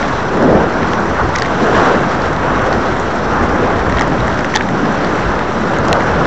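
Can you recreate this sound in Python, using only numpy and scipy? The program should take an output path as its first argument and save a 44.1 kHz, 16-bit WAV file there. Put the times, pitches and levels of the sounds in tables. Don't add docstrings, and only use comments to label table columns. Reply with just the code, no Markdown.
import sys
import numpy as np
from scipy import signal
from scipy.fft import rfft, irfft, next_fast_len
from scipy.io import wavfile
from scipy.ndimage import uniform_filter1d

SR = 44100
rng = np.random.default_rng(int(sys.argv[2]) if len(sys.argv) > 2 else 0)


def volts_from_db(level):
    exponent = np.asarray(level, float) / 20
    return 10 ** exponent


def materialize(psi):
    bounded = np.clip(np.atleast_2d(psi).T, -1, 1)
    quanta = np.round(bounded * 32767).astype(np.int16)
    wavfile.write(sys.argv[1], SR, quanta)


N = 276066


def rms_one(x):
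    return x / np.sqrt(np.mean(x ** 2) + 1e-20)


def band(x, low_hz, high_hz):
    return signal.sosfilt(signal.butter(2, [low_hz, high_hz], "band", fs=SR, output="sos"), x)


def drift(rate_hz):
    pole = np.exp(-40 * np.pi * rate_hz / SR)
    chance = rng.standard_normal(N // 20 + 2002)
    slow = signal.lfilter([1], [1, -2 * pole, pole ** 2], chance)[2000:]
    return np.interp(np.arange(N) / 20, np.arange(len(slow)), rms_one(slow))


def swells(t_s, peak_s, half_s, db):
    distance = np.abs(t_s - peak_s[:, None]) / half_s[:, None]
    return db[:, None] * np.maximum(1 - distance, 0)


def flow_db(hz):
    # time in seconds, strength in dB,
    # brightness in dB per octave.
    flow = [(0.0, -17.5, 1.5), (0.24, -18.5, 0.5), (0.64, -17, 0.5), (1.46, -18, 0.5), (1.66, -15, 1),
            (1.81, -11, 0), (1.99, -16, 1), (2.32, -17.5, 0), (2.68, -14.5, 0), (2.94, -17.5, 0.5),
            (3.21, -17.5, 0.5), (3.5, -15, -0.5), (4.64, -19, 0.5), (5.11, -17, 0), (5.53, -17.5, 0.5),
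            (6.05, -15.5, 0), (6.26, -14, 0)]
    # peak
    # in seconds, half length in seconds, level in dB, pitch in Hz.
    gusts = [(0.473, 0.21, 9.5, 215), (0.53, 0.22, 10, 463), (.1, .08, 2.5, 188.5), (.9, 0.22, 3.5, 189.6),
             (0.763, .04, 2.5, 1150), (1.204, 0.034, 8, 1130), (1.247, .06, 3, 302),
             (1.361, 0.045, -9, 188), (1.597, 0.14, 4, 221), (1.7, 0.084, 3.5, 465), (1.8, .2, 2.5, 5500),
             (1.971, .06, 7.5, 221), (2.068, 0.031, 7, 192), (2.359, 0.061, -5, 352), (2.67, 0.12, -5, 191),
             (2.747, .04, 2.5, 190), (3.1, 0.091, -4.5, 221), (3.621, 0.053, 3.5, 170),
             (3.704, 0.039, 3.5, 1150), (3.776, .05, 0.5, 189), (3.815, .03, -8, 190), (4.01, .05, 2, 1000),
             (4.129, 0.058, 5, 191), (4.52, 0.057, -2.5, 1154), (4.855, 0.34, 6.5, 187),
             (5.0, 0.27, 3, 3450), (5.324, 0.028, 3, 1150), (5.44, .06, -2, 189), (5.648, .1, 4, 189),
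             (5.931, .1, 3, 900),
             (1.93, .12, 4.5, 600), (1.88, .1, 2.3, 1300), (3.4, 0.11, 2.5, 1000),
                   (6.15, .15, 4.3, 100), (1.0, 0.13, 2, 700), (5.9, .15, 2, 840), (2.55, .12, 2, 1500),
                   (.6, .08, 3, 600), (.42, .1, 3, 600), (5.15, .2, 2.7, 280), (1.42, .08, 4, 110),
                   (4.27, .08, 3, 1100), (4.39, .05, 2, 1100), (5.96, .03, 3, 1100), (2.2, .12, 6, 35),
                   (4.5, .1, 6, 35)]
    # peak in seconds, half length in seconds, level in dB.
    buffets = [(0.172, 0.082, 5.5), (0.245, 0.061, -4.5), (.56, .12, 9), (1.112, 0.058, 6),
               (1.249, 0.079, 15), (1.377, .07, 7), (1.62, .1, -7), (1.813, 0.13, 3.5), (2.316, 0.14, 7.5),
               (2.551, 0.17, 5.5), (2.748, .05, 10), (2.93, .1, 4.5), (3.303, .07, 6), (3.419, .06, 12),
               (3.544, .07, 7), (3.777, 0.12, 7), (3.961, .09, 13), (4.097, .07, 4.5), (4.255, 0.12, 13),
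               (4.845, 0.26, -5.5), (5.287, .13, 12.5), (5.683, .05, -5), (5.843, .1, 5.5),
               (5.907, 0.066, 8.5), (6.004, 0.045, 4.5), (6.119, .1, 9.5), (6.209, .05, 9)]
    roar_hz, rumble_share, hiss_share = 900, 0.4, 0.66
    gust_octaves, buffet_hz, buffet_octaves = 0.88, 61.6, 0.98

    t_s = np.arange(N // 20 + 1) * 20 / SR
    at_s, strength_db, bright_db = np.transpose(flow)
    octaves = np.log2(hz[:, None] / roar_hz)
    share = np.interp(octaves, [-2.7, -1, 1.8, 2], [rumble_share, 1, 1, hiss_share])
    level_db = share * np.interp(t_s, at_s, strength_db)
    level_db += np.clip(octaves, -1, 2) * np.interp(t_s, at_s, bright_db)

    *gust_shape, gust_hz = np.transpose(np.array(gusts))
    gust_reach = np.exp(-(np.log2(hz[:, None] / gust_hz) / gust_octaves) ** 2)
    level_db += gust_reach @ swells(t_s, *gust_shape)

    buffet_reach = np.exp(-(np.log2(hz[:, None] / buffet_hz) / buffet_octaves) ** 2)
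    level_db += buffet_reach * swells(t_s, *np.transpose(buffets)).sum(axis=0)
    return t_s, level_db - level_db.mean(axis=1, keepdims=True)


def slipstream(eddy_db, patchy_db):
    # frequency in Hz, level in dB per Hz.
    air_colour = [(20, -17.5), (50, -1), (110, -2), (200, 0.5), (800, -4), (1500, -6.5), (2400, -21.5),
                  (4250, -29),
                  (4650, -32.5), (5950, -30), (6300, -36.5), (7500, -40), (7900, -44), (8300, -82.5)]

    edges_hz = 16 * 2 ** (np.arange(29) / 3)
    centres_hz = np.sqrt(edges_hz[1:] * edges_hz[:-1])
    t_s, levels_db = flow_db(centres_hz)
    white = rng.standard_normal((2, N + SR))
    eddies = drift(40) + 0.67 * drift(12)
    air = np.zeros(N)
    for k, centre_hz in enumerate(centres_hz):
        level_db = np.interp(np.arange(N) / SR, t_s, levels_db[k])
        treble = np.clip(np.log(centre_hz / 500) / np.log(8), 0, 1)
        level_db += eddy_db * treble * eddies + patchy_db * drift(10.4)
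        air += volts_from_db(level_db) * band(white[k % 2], edges_hz[k], edges_hz[k + 1])[SR:]

    colour_hz, colour_db = np.transpose(np.array(air_colour))
    size = next_fast_len(N)
    hz = np.arange(1, size // 2 + 2) * SR / size
    gain = volts_from_db(np.interp(np.log(hz), np.log(colour_hz), colour_db))
    return rms_one(irfft(rfft(air, size) * gain, size)[:N])


def add(out, at_s, hz, level_db, rough_hz, rise_s, t60_s):
    lead_s = 0.0004
    t_s = np.arange(SR // 30) / SR
    rise = np.minimum(t_s / rise_s, 1) ** 2
    decay = volts_from_db(-60 * np.maximum(t_s - rise_s, 0) / t60_s)
    chance = rng.standard_normal((len(at_s), len(t_s)))
    wander_hz = rough_hz * np.sqrt(5) * uniform_filter1d(chance, size=5, axis=1)
    cycles = np.cumsum(np.reshape(hz, (-1, 1)) + wander_hz, axis=1) / SR
    rings = np.sin(2 * np.pi * cycles + 9 * chance[:, :1])
    start = ((np.asarray(at_s) - rise_s - lead_s) * SR).astype(int)
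    at = start[:, None] + np.arange(len(t_s))
    np.add.at(out, np.clip(at, 0, N), np.sqrt(2) * volts_from_db(level_db)[:, None] * rise * decay * rings)


def contacts(at_s, knock_db, snap_db, snap_hz, tick_db, tick_hz, length=1):
    # roughness in Hz, gain in dB, rise in seconds, t60 in seconds.
    bodies = [
        (362, 6, 0.00101, 0.013),
        (920, 3.5, .0018, 0.0092),
        (1160, 2, 0.0017, 0.011),
    ]
    knock_hz = 1872
    out = np.zeros(N + 1)
    pitches_hz = (knock_hz, snap_hz, tick_hz)
    levels_db = (knock_db, snap_db, tick_db)
    for hz, level_db, (rough_hz, gain_db, rise_s, t60_s) in zip(pitches_hz, levels_db, bodies):
        add(out, at_s, hz, level_db + gain_db, rough_hz, length * rise_s, length * t60_s)
    return out[:N]


def jitter(level_db, spread_db):
    when, knock, snap, tick, snap_pitch, tick_pitch = rng.random((150, 6)).T
    return contacts(when * N / SR,
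                    knock_db=level_db + spread_db * knock,
                    snap_db=level_db - 9.0 + spread_db * snap, snap_hz=2600 + 1600 * snap_pitch,
                    tick_db=level_db - 8.0 + spread_db * tick, tick_hz=4500 + 2800 * tick_pitch)


def strikes(rows, length=1):
    housing_from_hz = 4500
    part_less_db, housing_less_db = 5, 10
    at_s, knock_db, click_db, click_hz = np.transpose(rows)
    part, housing = rng.random((len(at_s), 2)).T
    high = click_hz > housing_from_hz
    return contacts(at_s, knock_db,
                    snap_db=click_db - part_less_db * high,
                    snap_hz=np.where(high, 2800 + 1400 * part, click_hz),
                    tick_db=click_db - housing_less_db * ~high,
                    tick_hz=np.where(high, click_hz, 4800 + 1300 * housing), length=length)


def rattle():
    # time in seconds, tube knock in dB, click in dB, click pitch in
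    # Hz.
    ticks = [(.0289, -19, -27, 3600), (.426, -28, -29.5, 5540), (.5762, -24, -31, 3100),
             (.8311, -21, -29, 3900), (.9349, -20, -20, 2500), (2.22, -29.5, -28, 3980),
             (2.3646, -39, -28, 4200), (2.594, -22, -28, 3500), (2.6634, -27, -29, 3400),
             (2.7285, -22, -23, 4200), (2.999, -34, -30, 7040), (3.7041, -23, -33, 2700),
             (3.8974, -20, -35, 6960), (3.9246, -18, -28, 4200), (4.2, -26, -30, 3700),
             (4.2059, -25, -25, 3800), (4.2808, -19, -33, 7000), (4.327, -32, -30, 3000),
             (4.392, -23, -28, 5170), (4.4082, -26, -33, 6400), (4.4465, -16.5, -21, 2600),
             (4.6898, -24, -28, 3140), (5.047, -24, -24, 4230), (5.3925, -20, -26, 3340),
             (5.7864, -39, -28, 6300), (5.8847, -23, -23, 5200), (5.9297, -19, -12.5, 4100),
             (6.007, -17, -24, 2500), (6.0223, -25, -32, 2500), (6.2548, -18, -29, 3560),
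             (1.3539, -19, -29, 5540), (1.358, -17, -24, 6100), (1.3611, -15, -16.5, 5100),
               (1.384, -25, -27, 6300), (1.3873, -19, -21, 4900), (1.3983, -28, -26, 5400),
               (1.422, -13, -16.5, 5110), (1.449, -21, -27, 3200), (1.459, -19, -29, 3800),
               (3.971, -19, -28, 3380), (3.973, -23, -26, 3700), (3.986, -15, -22, 3400),
               (3.995, -15, -22, 3680), (4.0109, -14, -20.5, 5800), (4.0204, -16, -23, 5300),
               (4.5414, -13, -29.5, 5800), (4.55, -21, -20, 3400), (4.554, -21, -19, 3210),
               (4.5557, -23, -16, 5900), (4.5613, -13.5, -9.5, 3370), (4.5651, -24, -20, 3400),
               (4.5704, -19, -23.5, 4240), (4.5722, -19, -15.5, 3470), (4.611, -16, -40, 3600),
               (5.8806, -32, -31, 6500), (4.4524, -33, -30, 5800), (1.4322, -31, -34, 3400),
               (1.342, -30, -35, 6000), (2.62, -33, -35, 7000)]
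    # time in seconds, tube knock in dB,
    # click in dB, click pitch in Hz.
    cracks = [
        (5.9292, -20, -8, 2800),
        (4.6094, -11, -36, 3300),
        (3.9947, -22, -29, 7000),
        (4.561, -24, -15, 5920),
        (1.422, -16, -21, 3530),
    ]
    # time in seconds, level in dB.
    low_thumps = [
        (4.5575, -8),
        (4.011, -13),
        (1.2, -11),
    ]

    thumps = np.zeros(N + 1)
    at_s, level_db = np.transpose(low_thumps)
    add(thumps, at_s, 857, level_db, rough_hz=60, rise_s=0.004, t60_s=0.045)
    clear = strikes(np.array(ticks))
    return clear + strikes(cracks, length=0.55) + thumps[:N]


def scene():
    air = volts_from_db(-13.0) * slipstream(eddy_db=0.78, patchy_db=1.02)
    return (air + jitter(level_db=-35.5, spread_db=8) + rattle())[None]


def low_pass(x):
    return signal.sosfilt(signal.butter(12, 15850, fs=SR, output="sos"), x)


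def record(dry):
    cutoff_hz, offset = 8795, -0.04
    rounded = 1.804 * np.tanh(dry / 1.798)
    narrow = signal.sosfilt(signal.cheby2(16, 70, cutoff_hz, fs=SR, output="sos"), rounded)
    return low_pass(np.clip(narrow + offset, -1, 1))


dry = scene()
out = record(dry)
materialize(out)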